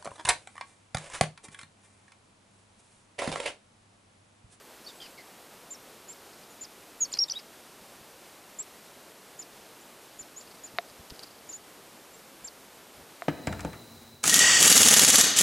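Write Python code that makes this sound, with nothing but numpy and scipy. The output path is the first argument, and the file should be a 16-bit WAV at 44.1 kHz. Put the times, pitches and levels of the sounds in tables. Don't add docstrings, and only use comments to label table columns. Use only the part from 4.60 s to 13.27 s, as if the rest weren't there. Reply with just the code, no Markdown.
import sys
import numpy as np
from scipy import signal
from scipy.fft import rfft, irfft
from scipy.io import wavfile
from scipy.ndimage import uniform_filter1d

SR = 44100
rng = np.random.default_rng(int(sys.argv[2]) if len(sys.argv) > 2 else 0)


def persist_wave(psi):
    counts = np.round(np.clip(psi, -1, 1) * 32767).astype(np.int16)
    wavfile.write(sys.argv[1], SR, np.atleast_2d(counts).T)


N = 382347
T = np.arange(N) / SR


# t/s, climb/s, fall/s, top f/Hz, end f/Hz, peak level/dB, top trim/dB, plunge trim/dB
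CONTACT_NOTES = [ (1.105, 0.021, 0.033, 7300, 5130, -36.5, 0, -10),
                 (1.483, 0.039, 0.016, 7500, 4680, -39.5, -6, -11),
                 (1.900, .024, .008, 7050, 6000, -54.5, -1, -8),
                 (2.009, 0.024, 0.023, 7220, 4650, -36.5, -1.5, -6.5),
                 (3.987, 0.037, 0.01, 7700, 5270, -30, -11, -18),
                 (4.79, 0.021, 0.021, 7160, 4730, -35, -7, -9), (5.205, .024, .008, 7350, 6500, -57, 0, -5),
                 (5.590, .021, 0.022, 7190, 4680, -36.5, -3, -13),
                 (5.762, 0.043, .011, 7300, 4100, -39, -19, -6),
                 (6.036, 0.0247, 0.022, 7170, 4570, -38, -6, -12),
                 (6.889, .024, .022, 7220, 4440, -37, -7, -11),
                 (6.926, .04, .0065, 7090, 6600, -37, -4, -10),
                 (7.532, .024, .005, 7450, 7200, -51.5, 0, -4),
                 (7.843, .022, 0.023, 7460, 4420, -35, -6, -4.5)]
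# t/s, length/s, start f/Hz, middle f/Hz, end f/Hz, level/dB, hoarseness
BUZZES = [(5.781, 0.053, 7450, 7370, 7250, -52, 0.54)]
def contact_calls():
    arches = sum(arched_note(*row) for row in CONTACT_NOTES)
    return arches + sum(bent_note(*row, waver=.07) for row in BUZZES)


def arched_note(start, climb, fall, top_hz, end_hz, peak_db, top_db, plunge_db):
    climb_hz_per_s, plunge_bend = 19300, 0.94
    onset_db, sag_db, dip_db = -7.0, -1.0, -2.0
    u = np.linspace(0, 1, 13)
    times = np.r_[start + climb * u, start + climb + fall * u]
    climb_hz = top_hz - climb_hz_per_s * climb * (1 - u) ** 2
    plunge = np.interp(u ** plunge_bend, [0, .25, .7, 1], [0, .1, .78, 1])
    fall_hz = top_hz - (top_hz - end_hz) * plunge
    climb_db = np.interp(u, [0, .3, .55, 1], [onset_db, 0, sag_db, top_db])
    fall_db = np.interp(u, [0, .2, .5, .8], [top_db, top_db + dip_db, plunge_db + dip_db, plunge_db])
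    return syrinx(times, np.r_[climb_hz, fall_hz], peak_db + np.r_[climb_db, fall_db],
                  octave_db=-40, waver=.003, flutter_db=0.8)


# t/s, f/Hz, level/dB
OPENING_WHISTLE = [(2.403, 7330, -40), (2.409, 6840, -27), (2.424, 6680, -19.5), (2.436, 6670, -20),
                   (2.445, 6200, -34), (2.456, 4500, -36.5), (2.469, 4420, -53)]
LONG_WHISTLE = [(2.5864, 5840, -26), (2.589, 5830, -23), (2.5912, 4950, -14.5), (2.598, 5590, -25),
                (2.624, 5575, -18.5), (2.6375, 5540, -21.5), (2.639, 5200, -21), (2.6435, 3780, -33)]
RISING_WHISTLE = [(2.698, 3700, -46), (2.6995, 4780, -25), (2.701, 4850, -26), (2.704, 5300, -35),
                  (2.711, 5940, -30.5), (2.720, 5880, -27), (2.7225, 5050, -23.5), (2.7245, 3900, -38)]
# t/s, length/s, start f/Hz, middle f/Hz, end f/Hz, level/dB, hoarseness, rasp level/dB
GARGLE_NOTES = [ (2.516, .010, 7900, 8500, 7700, -46, .1, -48),
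                (2.526, 0.0084, 7700, 6950, 7100, -29.5, 0, -54),
                (2.5365, 0.002, 3000, 4400, 5600, -21, 0, -50),
                (2.5385, 0.0044, 7400, 5170, 4800, -23, .1, -40),
                (2.543, 0.018, 4640, 4240, 4250, -38.5, .2, -44),
                (2.570, 0.0076, 2400, 2200, 2000, -42, .9, -39),
                (2.682, 0.011, 3900, 3650, 3800, -43.5, .92, -54),
                (2.6955, 0.0038, 2500, 3120, 4000, -42, 1.1, -52),
                (2.707, .007, 4700, 4370, 4400, -40, .3, -50),
                (2.735, 0.009, 3300, 3130, 2950, -41, .3, -49),
                (2.747, .010, 3200, 3400, 3600, -44, .4, -54),
                (2.756, .028, 3640, 3820, 3840, -32.5, 0.14, -56),
                (2.786, 0.018, 2870, 2445, 1580, -51, 0.96, -47)]
def gargle():
    whistles = sum(syrinx(*np.transpose(path), octave_db=-37.5, waver=.002, flutter_db=0.5)
                   for path in (OPENING_WHISTLE, LONG_WHISTLE, RISING_WHISTLE))
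    return whistles + phrase(GARGLE_NOTES, waver=0.019)


# t/s, length/s, start f/Hz, middle f/Hz, end f/Hz, level/dB, hoarseness, rasp level/dB
REPLY_NOTES = [ (.243, .014, 5100, 5450, 5800, -51, .3, -64),
               (.263, 0.021, 4300, 4550, 4560, -39.5, .2, -58),
               (.276, 0.039, 3550, 3720, 3280, -47.5, 0.72, -52),
               (.350, .036, 7400, 8000, 7650, -58, .3, -68),
               (.4015, .008, 3100, 3350, 3700, -42.5, .2, -60),
               (.412, 0.022, 3210, 3160, 3130, -44.5, 0.54, -47.5),
               (.432, 0.042, 3090, 2930, 2320, -49, 0.41, -49.5),
               (.576, 0.043, 2270, 2110, 2060, -47, 0.67, -58)]
def far_reply():
    return phrase(REPLY_NOTES, waver=.044)


# f/Hz, relative level/dB
RASP_EQ = [(1200, -10), (2100, -9.5), (3000, -6), (3800, -13), (4800, 5), (5400, -2), (6200, -14),
           (9000, -17), (14000, -26)]
def phrase(rows, waver):
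    notes = sum(bent_note(*row[:-1], waver) for row in rows)
    puffs = [(start + length / 2, 0.36 * length, rasp_db) for start, length, *_, rasp_db in rows]
    return notes + swells(puffs) * noise(RASP_EQ)


def bent_note(start, length, start_hz, middle_hz, end_hz, db, hoarse, waver):
    edge_db, clear_octave_db = -6, -38
    hoarse = np.clip(hoarse, 0, 1)
    u = np.linspace(0, 1, 13)
    bend_hz = np.polyval(np.polyfit([0, .5, 1], [start_hz, middle_hz, end_hz], 2), u)
    envelope_db = db + edge_db * np.abs(2 * u - 1) ** 2.2
    return syrinx(start + length * u, bend_hz, envelope_db,
                  octave_db=clear_octave_db * (1 - hoarse), waver=waver * hoarse, flutter_db=2.8 * hoarse)


def syrinx(times, hz, db, octave_db, waver, flutter_db, fade_s=0.0012):
    times = np.maximum.accumulate(times)
    span = (T >= times[0]) & (T <= times[-1])
    t, out = T[span], np.zeros(N)
    tremble = uniform_filter1d(rng.standard_normal((2, SR // 4)), size=90, axis=1)
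    pitch_shake, level_shake = rms_one(tremble)[:, :len(t)]
    pitch_hz = np.interp(t, times, hz) * (1 + waver * pitch_shake)
    phase = 2 * np.pi * np.cumsum(pitch_hz) / SR
    gate = np.clip(np.minimum(t - times[0], times[-1] - t) / fade_s, 0, 1)
    level = gate * from_db(np.interp(t, times, db) + flutter_db * level_shake)
    out[span] = level * (np.sin(phase) + from_db(octave_db) * np.sin(2 * phase))
    return out


# first beat t/s, length/s, nearest t/s, level when nearest/dB
FLUTTERS = [(1.735, .03, 1.735, -54), (1.835, .03, 1.833, -58), (2.038, .03, 2.04, -52),
            (5.878, .13, 5.915, -52), (6.298, .02, 6.30, -50), (6.504, .05, 6.49, -52),
            (6.561, .25, 6.622, -44)]
# f/Hz, relative level/dB
FEATHER_EQ = [(1200, -8.5), (2500, -13), (3700, -11.5), (4700, 5), (5300, -3.5), (5900, -14), (9000, -16),
              (14000, -26)]
def wings():
    beat_s, swish_width_s, uneven_db = 0.0379, 0.0063, 1.5
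    approach_s, depart_s = 0.021, 0.029
    beats = []
    for first, length, nearest, db in FLUTTERS:
        for s in np.arange(first, first + length, beat_s):
            distance = np.hypot(1, (s - nearest) / (approach_s if s < nearest else depart_s))
            beat_db = db + uneven_db * rng.standard_normal() - 20 * np.log10(distance)
            beats.append((s, swish_width_s, beat_db))
    return swells(beats) * noise(FEATHER_EQ)


# t/s, level/dB, t60/s
CLAW_TICKS = [(2.039, -40, .003), (6.5008, -31, .002), (6.505, -26, 0.0024), (6.5075, -39, .004),
              (6.5935, -28.5, 0.0037), (6.634, -30, .004)]
def claw_ticks():
    ring_hz, snap_db = 4800, -9
    t, out = T[:SR // 50], np.zeros(N)
    ring = np.sin(2 * np.pi * ring_hz * t)
    for start, db, t60 in CLAW_TICKS:
        at = round(start * SR)
        snap = from_db(snap_db) * rng.standard_normal(len(t))
        out[at:at + len(t)] += from_db(db - 60 * t / t60) * (ring + snap)
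    return out


# t/s, gain/dB, low-pass f/Hz
CAMERA_HITS = [(6.1859, -2.5, 4830), (8.621, -10, 1850)]
# f/Hz, level before filtering/dB, t60/s
SHELL_MODES = [(425, -34, 0.085), (694, -18.5, 0.04), (1090, -22, 0.0095), (1330, -13.5, 0.005),
               (1760, -20, 0.0091), (2035, -22, 0.013), (2850, -42, .007), (3720, -18, 0.009),
               (4250, -33, 0.021), (5300, -37, 0.0053)]
def camera_clicks():
    body_band_hz, shell_top_hz = [454, 5000], 5430
    t, out = T[:SR // 8], np.zeros(N)
    ring = sum(from_db(db - 60 * t / t60) * np.cos(2 * np.pi * hz * t) for hz, db, t60 in SHELL_MODES)
    ring = signal.sosfilt(signal.butter(3, body_band_hz, "band", fs=SR, output="sos"), ring)
    ring = lowpass(ring, shell_top_hz, order=6)
    for start, db, bright_hz in CAMERA_HITS:
        at = round(start * SR)
        hit = lowpass(ring, bright_hz)[:N - at]
        out[at:at + len(hit)] += from_db(db) * hit
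    return out


# centre t/s, width/s, level/dB
BUMPS = [(3.225, .008, -58), (3.408, .008, -56), (5.612, 0.0054, -50), (6.150, 0.012, -52),
         (6.400, 0.0088, -52), (6.521, .005, -41), (7.843, 0.012, -57), (8.405, .025, -56)]
# f/Hz, relative level/dB
BUMP_EQ = [(20, -14), (60, 0), (130, 1), (220, -5), (400, -16), (1000, -60)]
def hand_bumps():
    return swells(BUMPS) * noise(BUMP_EQ)


# f/Hz, relative level/dB
HUSH_EQ = [(15, -40), (25, -15.5), (99, -9), (208, -2), (414, 0), (472, -0.5), (584, -1), (940, -3.5),
           (1160, -5), (1290, -5.5), (1730, -8), (4730, -11.5), (5400, -12.5), (8470, -13.5),
           (14000, -15.5)]
def hush():
    level_db, waver_db = -51, 0.4
    return from_db(level_db + waver_db * drift(rate_hz=6.1)) * noise(HUSH_EQ)


def wood_reverb(x, wet_db, t60):
    t = T[:SR // 2]
    scatter = rng.standard_normal(len(t)) * from_db(-60 * t / t60) * (t > .004)
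    tail = signal.fftconvolve(x, scatter / np.linalg.norm(scatter))[:N]
    return x + from_db(wet_db) * tail


def swells(rows):
    return sum(from_db(db) * np.exp(-.5 * np.minimum(((T - centre) / width) ** 2, 200))
               for centre, width, db in rows)


def noise(eq):
    hz, db = np.transpose(eq)
    bins_hz = np.maximum(np.fft.rfftfreq(N, 1 / SR), 1)
    gain = from_db(np.interp(np.log(bins_hz), np.log(hz), db))
    return rms_one(irfft(rfft(rng.standard_normal(N)) * gain, N))


def drift(rate_hz):
    return rms_one(lowpass(rng.standard_normal(N + SR), rate_hz)[SR:])


def lowpass(x, hz, order=2):
    return signal.sosfilt(signal.butter(order, hz, fs=SR, output="sos"), x)


def from_db(db):
    return 10 ** (np.asarray(db) / 20)


def rms_one(x):
    return x / np.sqrt(np.mean(x ** 2) + 1e-20)


def scene():
    background = hush() + hand_bumps()
    close = contact_calls() + gargle() + claw_ticks() + wings()
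    near = wood_reverb(close, wet_db=-17.5, t60=0.089)
    far = wood_reverb(far_reply(), wet_db=-12, t60=0.13)
    mono = near + far + camera_clicks() + background
    return np.array([mono, mono])


def record(dry):
    cutoff_hz = 14400
    return signal.sosfilt(signal.ellip(12, .1, 70, cutoff_hz, fs=SR, output="sos"), dry)


dry = scene()
out = record(dry)
persist_wave(out)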